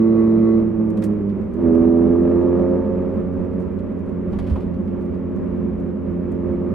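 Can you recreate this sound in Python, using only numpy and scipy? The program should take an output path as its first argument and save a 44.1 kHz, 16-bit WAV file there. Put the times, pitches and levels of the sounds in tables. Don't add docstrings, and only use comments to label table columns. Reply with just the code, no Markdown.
import sys
import numpy as np
from scipy import signal
from scipy.fft import rfft, irfft, next_fast_len
from scipy.io import wavfile
from scipy.ndimage import map_coordinates

SR = 44100
rng = np.random.default_rng(int(sys.argv[2]) if len(sys.argv) > 2 else 0)


def output_pcm(signal):
    pcm = np.clip(np.atleast_2d(signal).T, -1, 1) * 32767
    wavfile.write(sys.argv[1], SR, np.round(pcm).astype(np.int16))


N = 297234
TIME = np.arange(N) / SR

# t/s, crank speed/Hz
CRANK_SPEED = [(0, 112.0), (.64, 111.9), (.9, 109.2), (1.1, 105.5), (1.3, 99.4), (1.48, 97.3), (1.52, 75.5),
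               (1.61, 87.5), (1.68, 82.3), (2.6, 88.4), (3.3, 90.0), (3.9, 90.1), (4.6, 88.6), (6.0, 87.8),
               (6.74, 88.4)]
# t/s, load/dB, brightness/(dB/octave)
PEDAL_MOVES = [(0, -1.46, 0.1), (.57, -8, -0.5), (0.929, -7, -8), (1.27, -16.5, 1.5), (1.56, -1.1, .5),
               (2.1, -1, 3.5), (2.74, -7.5, 3.5), (3.08, -9, 1), (3.6, -13.5, -5.5), (4.85, -11.5, -5),
               (6.3, -8.5, 0.5)]
# f/Hz, level/dB
BOOM_RESPONSE = [(140, -37), (168, -31.5), (180, -24), (205, -20.5), (224, -15), (250, -15), (263, -22),
                 (295, -25), (335, -16), (352, -19.5), (366, -30), (394, -20.5), (416, -22), (438, -28),
                 (451, -27.5), (480, -31.5), (515, -37), (534, -26), (560, -36), (588, -31.5), (630, -45.5)]
# f/Hz, level/dB
SNARL_RESPONSE = [(675, -46.5), (720, -54), (755, -42.5), (790, -57.5), (835, -53), (890, -49.5),
                  (930, -59), (970, -50.5), (1040, -62), (1190, -51.5), (1450, -74.5), (1630, -64.5),
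                  (1900, -72.5), (2900, -81)]
# f/Hz, left minus right/dB, left lead/rad
STANDING_WAVES = [(90, -11, .1), (112, -3, .2), (175, -4, 0), (224, -1, .3), (252, -3, .2), (266, 4, -.6),
                  (330, -9, 1), (355, -5, .8), (420, -6, -.8), (438, -1, -1.6), (450, -10, -.6),
                  (530, -11, .2), (615, 4, -.5), (900, -1, .1)]
# f/Hz, relative density/dB
RASP_SPECTRUM = [(120, -24), (230, 3.5), (300, -4.5), (390, 9.5), (470, -11.5), (580, -3), (700, -20),
                 (1150, -17), (1500, -30), (2400, -37), (3300, -49.5), (4000, -51), (7500, -63.5),
                 (15000, -76.5)]
# crank order, relative level/dB
MESH_TONES = [(10, -48.5), (12, -61.5), (16, -71), (18, -59.5), (22, -75), (36, -83), (42, -88),
              (57, -87.5)]
# f/Hz, relative density/dB
MESH_SPECTRUM = [(1200, -14), (2500, 4), (3300, -1.5), (4000, 3), (4600, -8.5), (6500, -14.5), (9000, -21)]
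# t/s, half length/s, lift/dB
WHINE_SWELLS = [(.19, 0.037, 6.5), (.5, .055, 8.5)]
# t/s, level/dB, f/Hz, t60/s
BODY_JOLTS = [(1.013, -4.5, 219, 0.14), (1.312, -15, 198, 0.074), (4.349, -24, 45.2, 0.34),
              (4.462, -12, 62.6, 0.1), (4.513, 6, 73.4, 0.094)]
# t/s, level/dB, t60/s
CLICK_HITS = [(.9015, -54, 0.037), (.971, -53, 0.072), (1.02, -51.5, 0.092), (1.0375, -39.5, 0.085),
              (1.7506, -52, .025), (3.2023, -68, 0.04), (3.7884, -66, 0.069), (6.3162, -56, .06)]
# f/Hz, relative density/dB
CLICK_SPECTRUM = [(500, -3.5), (1800, 8), (3500, -4), (6000, -1), (9500, 0), (13000, -5.5), (16000, -10)]
# t/s, level/dB, t60/s
KNOCK_HITS = [(.972, -43, 0.14), (1.021, -38, 0.061), (4.33, -38, 0.19), (4.385, -35.5, .1),
              (4.475, -39.5, 0.29), (4.555, -33.5, 0.17)]
# f/Hz, relative density/dB
KNOCK_SPECTRUM = [(200, -9.5), (600, 9), (1150, 4), (1700, -18), (2600, -15), (5000, -49), (15000, -59.5)]
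# t/s, level/dB, t60/s
TRIM_HITS = [(.972, -48.5, 0.092), (1.021, -43, 0.11), (1.2921, -55, .1), (3.7884, -55, 0.062),
             (4.3272, -52.5, .16), (4.387, -40.5, 0.084), (4.467, -50.5, .25), (4.497, -51.5, 0.14),
             (4.555, -54.5, 0.2)]
# f/Hz, relative density/dB
TRIM_SPECTRUM = [(300, -10.5), (1100, 5.5), (2000, 7), (3600, -1), (4900, -6.5), (6000, -13),
                 (11000, -15.5), (15000, -27.5)]
# f/Hz, relative density/dB
TYRE_SPECTRUM = [(20, -21), (45, -14.5), (75, -10), (125, -20), (200, -8), (290, -16), (450, -21),
                 (590, -17), (690, -31.5), (1150, -32), (1500, -40), (2300, -45.5), (4500, -69.5),
                 (9000, -76), (15000, -88)]
# f/Hz, width/Hz, base lift/dB
AIR_MODES = [(180.9, 9.1, 5.5), (211.1, 52, 8), (353, 26, 3), (379, 63, 8), (496, 75, 1)]
# t/s, half length/s, rumble lift/dB
ROUGH_PATCHES = [(3.38, .14, 6), (4.48, 0.21, 10)]
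# f/Hz, left-right coherence
NOISE_COHERENCE = [(50, 0.72), (180, .8), (300, 0.44), (520, 0.3), (890, .8), (2600, 0.6), (10000, 0.76)]
# f/Hz, left minus right/dB
NOISE_BALANCE = [(30, 0.5), (70, -8), (140, -3.5), (210, -3), (400, -2), (740, -2), (3000, 1)]


def engine_orders(angle, lags, shake_db=-29, uneven_db=-19, count=44, decimation=7):
    t, angle = TIME[::decimation], angle[::decimation]
    load_db, tilt_db_per_oct = pedal(t)
    speed_hz = crank_hz(t)
    out = np.zeros((2, len(t)))
    for half_orders in range(2, count + 1):
        order = half_orders / 2
        hz = order * speed_hz
        octaves = np.log2(hz / 300)
        db = at_hz(BOOM_RESPONSE + SNARL_RESPONSE, hz) + load_db
        db += tilt_db_per_oct * np.clip(octaves, -1, 1)
        if order == 1:
            db = shake_db + .35 * load_db
        if half_orders % 2:
            db += np.minimum(uneven_db + 6 * octaves, 0)
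        balance_db, lead_rad = at_hz(STANDING_WAVES, hz)
        pan = amp([balance_db, -balance_db]) ** .5
        pan /= np.linalg.norm(pan, axis=0)
        roughness = .013 + .016 * order - .012 * load_db
        scatter = 1 + roughness * (wobble(28, t) + 1j * wobble(28, t))
        phase = order * angle + lags[half_orders] + np.outer([.5, -.5], lead_rad)
        out += 2 * amp(db) * pan * (scatter * np.exp(1j * phase)).real
    return signal.resample_poly(out, decimation, 1, axis=1, window="blackman")[:, :N]


def crank_hz(t=TIME):
    return np.interp(t, *np.transpose(CRANK_SPEED))


def crank_angle(waver=.00048):
    return 2 * np.pi * np.cumsum(crank_hz() * (1 + waver * wobble(14))) / SR


def pedal(t=TIME, load_ramp_s=.1, bright_ramp_s=.22):
    start_s, load_db, tilt_db_per_oct = np.transpose(PEDAL_MOVES)

    def follow(targets, ramp_s):
        moves = zip(start_s[1:], np.diff(targets))
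        return targets[0] + sum(step * np.clip((t - s) / ramp_s, 0, 1) for s, step in moves)
    return 20 * np.log10(follow(amp(load_db), load_ramp_s)), follow(tilt_db_per_oct, bright_ramp_s)


def engine_rasp(angle, level_db=-28, depth=.62, sputter_db=2):
    speed_hz = crank_hz()
    load_db, tilt_db_per_oct = pedal()
    firing = (1 + depth * np.cos(2 * angle)) * amp(sputter_db * wobble(120))
    puffs = unit(firing * cabin_noise(RASP_SPECTRUM))
    lugging_db = -.15 * (speed_hz - np.mean(speed_hz))
    return amp(level_db + load_db + .5 * tilt_db_per_oct + lugging_db) * puffs


def lift_ring(angle, centre_s=2.82, half_s=.14, level_db=-46, order=10):
    return np.sqrt(2) * amp(level_db) * bell(centre_s, half_s) * np.cos(order * angle)


def gear_whine(angle, lags, level_db=-2.5, end_s=.54, fade_db_per_s=90, waver_db=2):
    whine_db = level_db + humps_db(WHINE_SWELLS) - fade_db_per_s * np.maximum(TIME - end_s, 0)
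    tones = sum(amp(db + waver_db * wobble(24)) * np.cos(order * angle + lags[2 * round(order)])
                for order, db in MESH_TONES)
    hiss = amp(-66 + np.minimum(whine_db, -2)) * cabin_noise(MESH_SPECTRUM)
    return np.sqrt(2) * amp(whine_db) * tones + hiss


def body_thumps(attack_s=.027):
    out = np.zeros(N)
    for start_s, db, hz, t60_s in BODY_JOLTS:
        t = np.maximum(TIME - start_s, 0)
        envelope = amp(db - 60 * t / t60_s) * (1 - np.exp(-t / attack_s))
        out += envelope * np.sin(2 * np.pi * hz * t)
    return out * amp([[-2], [2]])


def contacts(hits, spectrum, grain_db, attack_s, tail_db, tail_t60_s=.29):
    envelope = np.zeros(N)
    t = TIME[:SR // 2]
    for start_s, db, t60_s in hits:
        span = envelope[round(start_s * SR):][:len(t)]
        decay = amp(-60 * t / t60_s) + amp(tail_db - 60 * t / tail_t60_s)
        burst = amp(db) * decay * (1 - np.exp(-t / attack_s))
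        span += burst[:len(span)]
    chatter = unit(amp(grain_db * wobble(450)))
    return envelope * chatter * cabin_noise(spectrum)


def trim_rattle(rock_start_s=4.605, rock_period_s=.134):
    rocking = [(rock_start_s + k * rock_period_s, -58 - .5 * k, .12) for k in range(5)]
    stray = [(when * TIME[-1], -65 + 4 * size, .09) for when, size in rng.random((5, 2))]
    return contacts(TRIM_HITS + rocking + stray, TRIM_SPECTRUM, grain_db=0, attack_s=.00089, tail_db=-20)


def trim_buzz(centre_s=4.49, half_s=.15, level_db=-59, grain_db=3):
    buzz = unit(amp(grain_db * wobble(300)) * cabin_noise(TRIM_SPECTRUM))
    return amp(level_db) * bell(centre_s, half_s) * buzz


def loose_ticks(level_db=-71, spread_db=2.5, t60_s=.035, count=60):
    times_s = rng.uniform(0, TIME[-1], count)
    sizes = np.clip(rng.standard_normal(count), -2, 2)
    hits = [(s, level_db + spread_db * size, t60_s) for s, size in zip(times_s, sizes)]
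    spectrum = [(1000, -13.5), (4000, 0), (9000, -.5), (15000, -9.5)]  # f/Hz, relative density/dB
    return contacts(hits, spectrum, grain_db=1.5, attack_s=.0006, tail_db=-15)


def tyre_roar(level_db=-25, smooth_rumble_db=-.24, flutter_db=1, mode_boost_db=2):
    def modes_db(hz):
        return sum((db + mode_boost_db) / (1 + (2 * (hz - centre_hz) / width_hz) ** 2)
                   for centre_hz, width_hz, db in AIR_MODES)
    roar = cabin_noise(TYRE_SPECTRUM, modes_db)
    rumble = filtered(roar, lambda hz: 1 / (1 + (hz / 130) ** 4))
    rumble_db = smooth_rumble_db + humps_db(ROUGH_PATCHES)
    return amp(level_db + flutter_db * wobble(10)) * (roar + (amp(rumble_db) - 1) * rumble)


def cabin_noise(spectrum, lift_db=lambda hz: 0):
    def response(hz):
        width_rad = np.arccos(np.clip(at_hz(NOISE_COHERENCE, hz), -1, 1)) / 2
        return amp(at_hz(spectrum, hz) + lift_db(hz)) * [np.cos(width_rad), np.sin(width_rad)]
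    mid, side = filtered(rng.standard_normal((2, N)), response)
    stereo = np.array([mid + side, mid - side])
    return unit(filtered(stereo, lambda hz: amp(np.outer([.5, -.5], at_hz(NOISE_BALANCE, hz)))))


def amp(db):
    return 10 ** (np.asarray(db) / 20)


def unit(x):
    return x / np.sqrt(np.mean(x ** 2) + 1e-20)


def at_hz(table, hz):
    knots_hz, *columns = np.transpose(table)
    return np.squeeze([np.interp(np.log(hz + 1), np.log(knots_hz + 1), c) for c in columns])


def wobble(rate_hz, t=TIME):
    return map_coordinates(rng.standard_normal(size=4096), [t * rate_hz], mode="mirror")


def bell(centre_s, half_s):
    return np.exp(-((TIME - centre_s) / half_s) ** 2)


def humps_db(rows):
    return sum(db * bell(centre_s, half_s) for centre_s, half_s, db in rows)


def filtered(x, response):
    size = next_fast_len(N + 8192)
    return irfft(rfft(x, size) * response(np.fft.rfftfreq(size, 1 / SR)), size)[..., :N]


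def scene():
    angle = crank_angle()
    lags = rng.uniform(0, 2 * np.pi, size=128)
    engine = engine_orders(angle, lags) + engine_rasp(angle) + lift_ring(angle)
    whine = gear_whine(angle, lags)
    clicks = contacts(CLICK_HITS, CLICK_SPECTRUM, grain_db=-1.5, attack_s=.00074, tail_db=-38)
    trim = trim_rattle() + loose_ticks()
    knocks = contacts(KNOCK_HITS, KNOCK_SPECTRUM, grain_db=0, attack_s=.0022, tail_db=-28.5)
    return engine + whine + body_thumps() + clicks + knocks + trim + tyre_roar() + trim_buzz()


def record(dry, top_hz=15750):
    return filtered(dry, lambda hz: hz < top_hz)


dry = scene()
out = record(dry)
output_pcm(out)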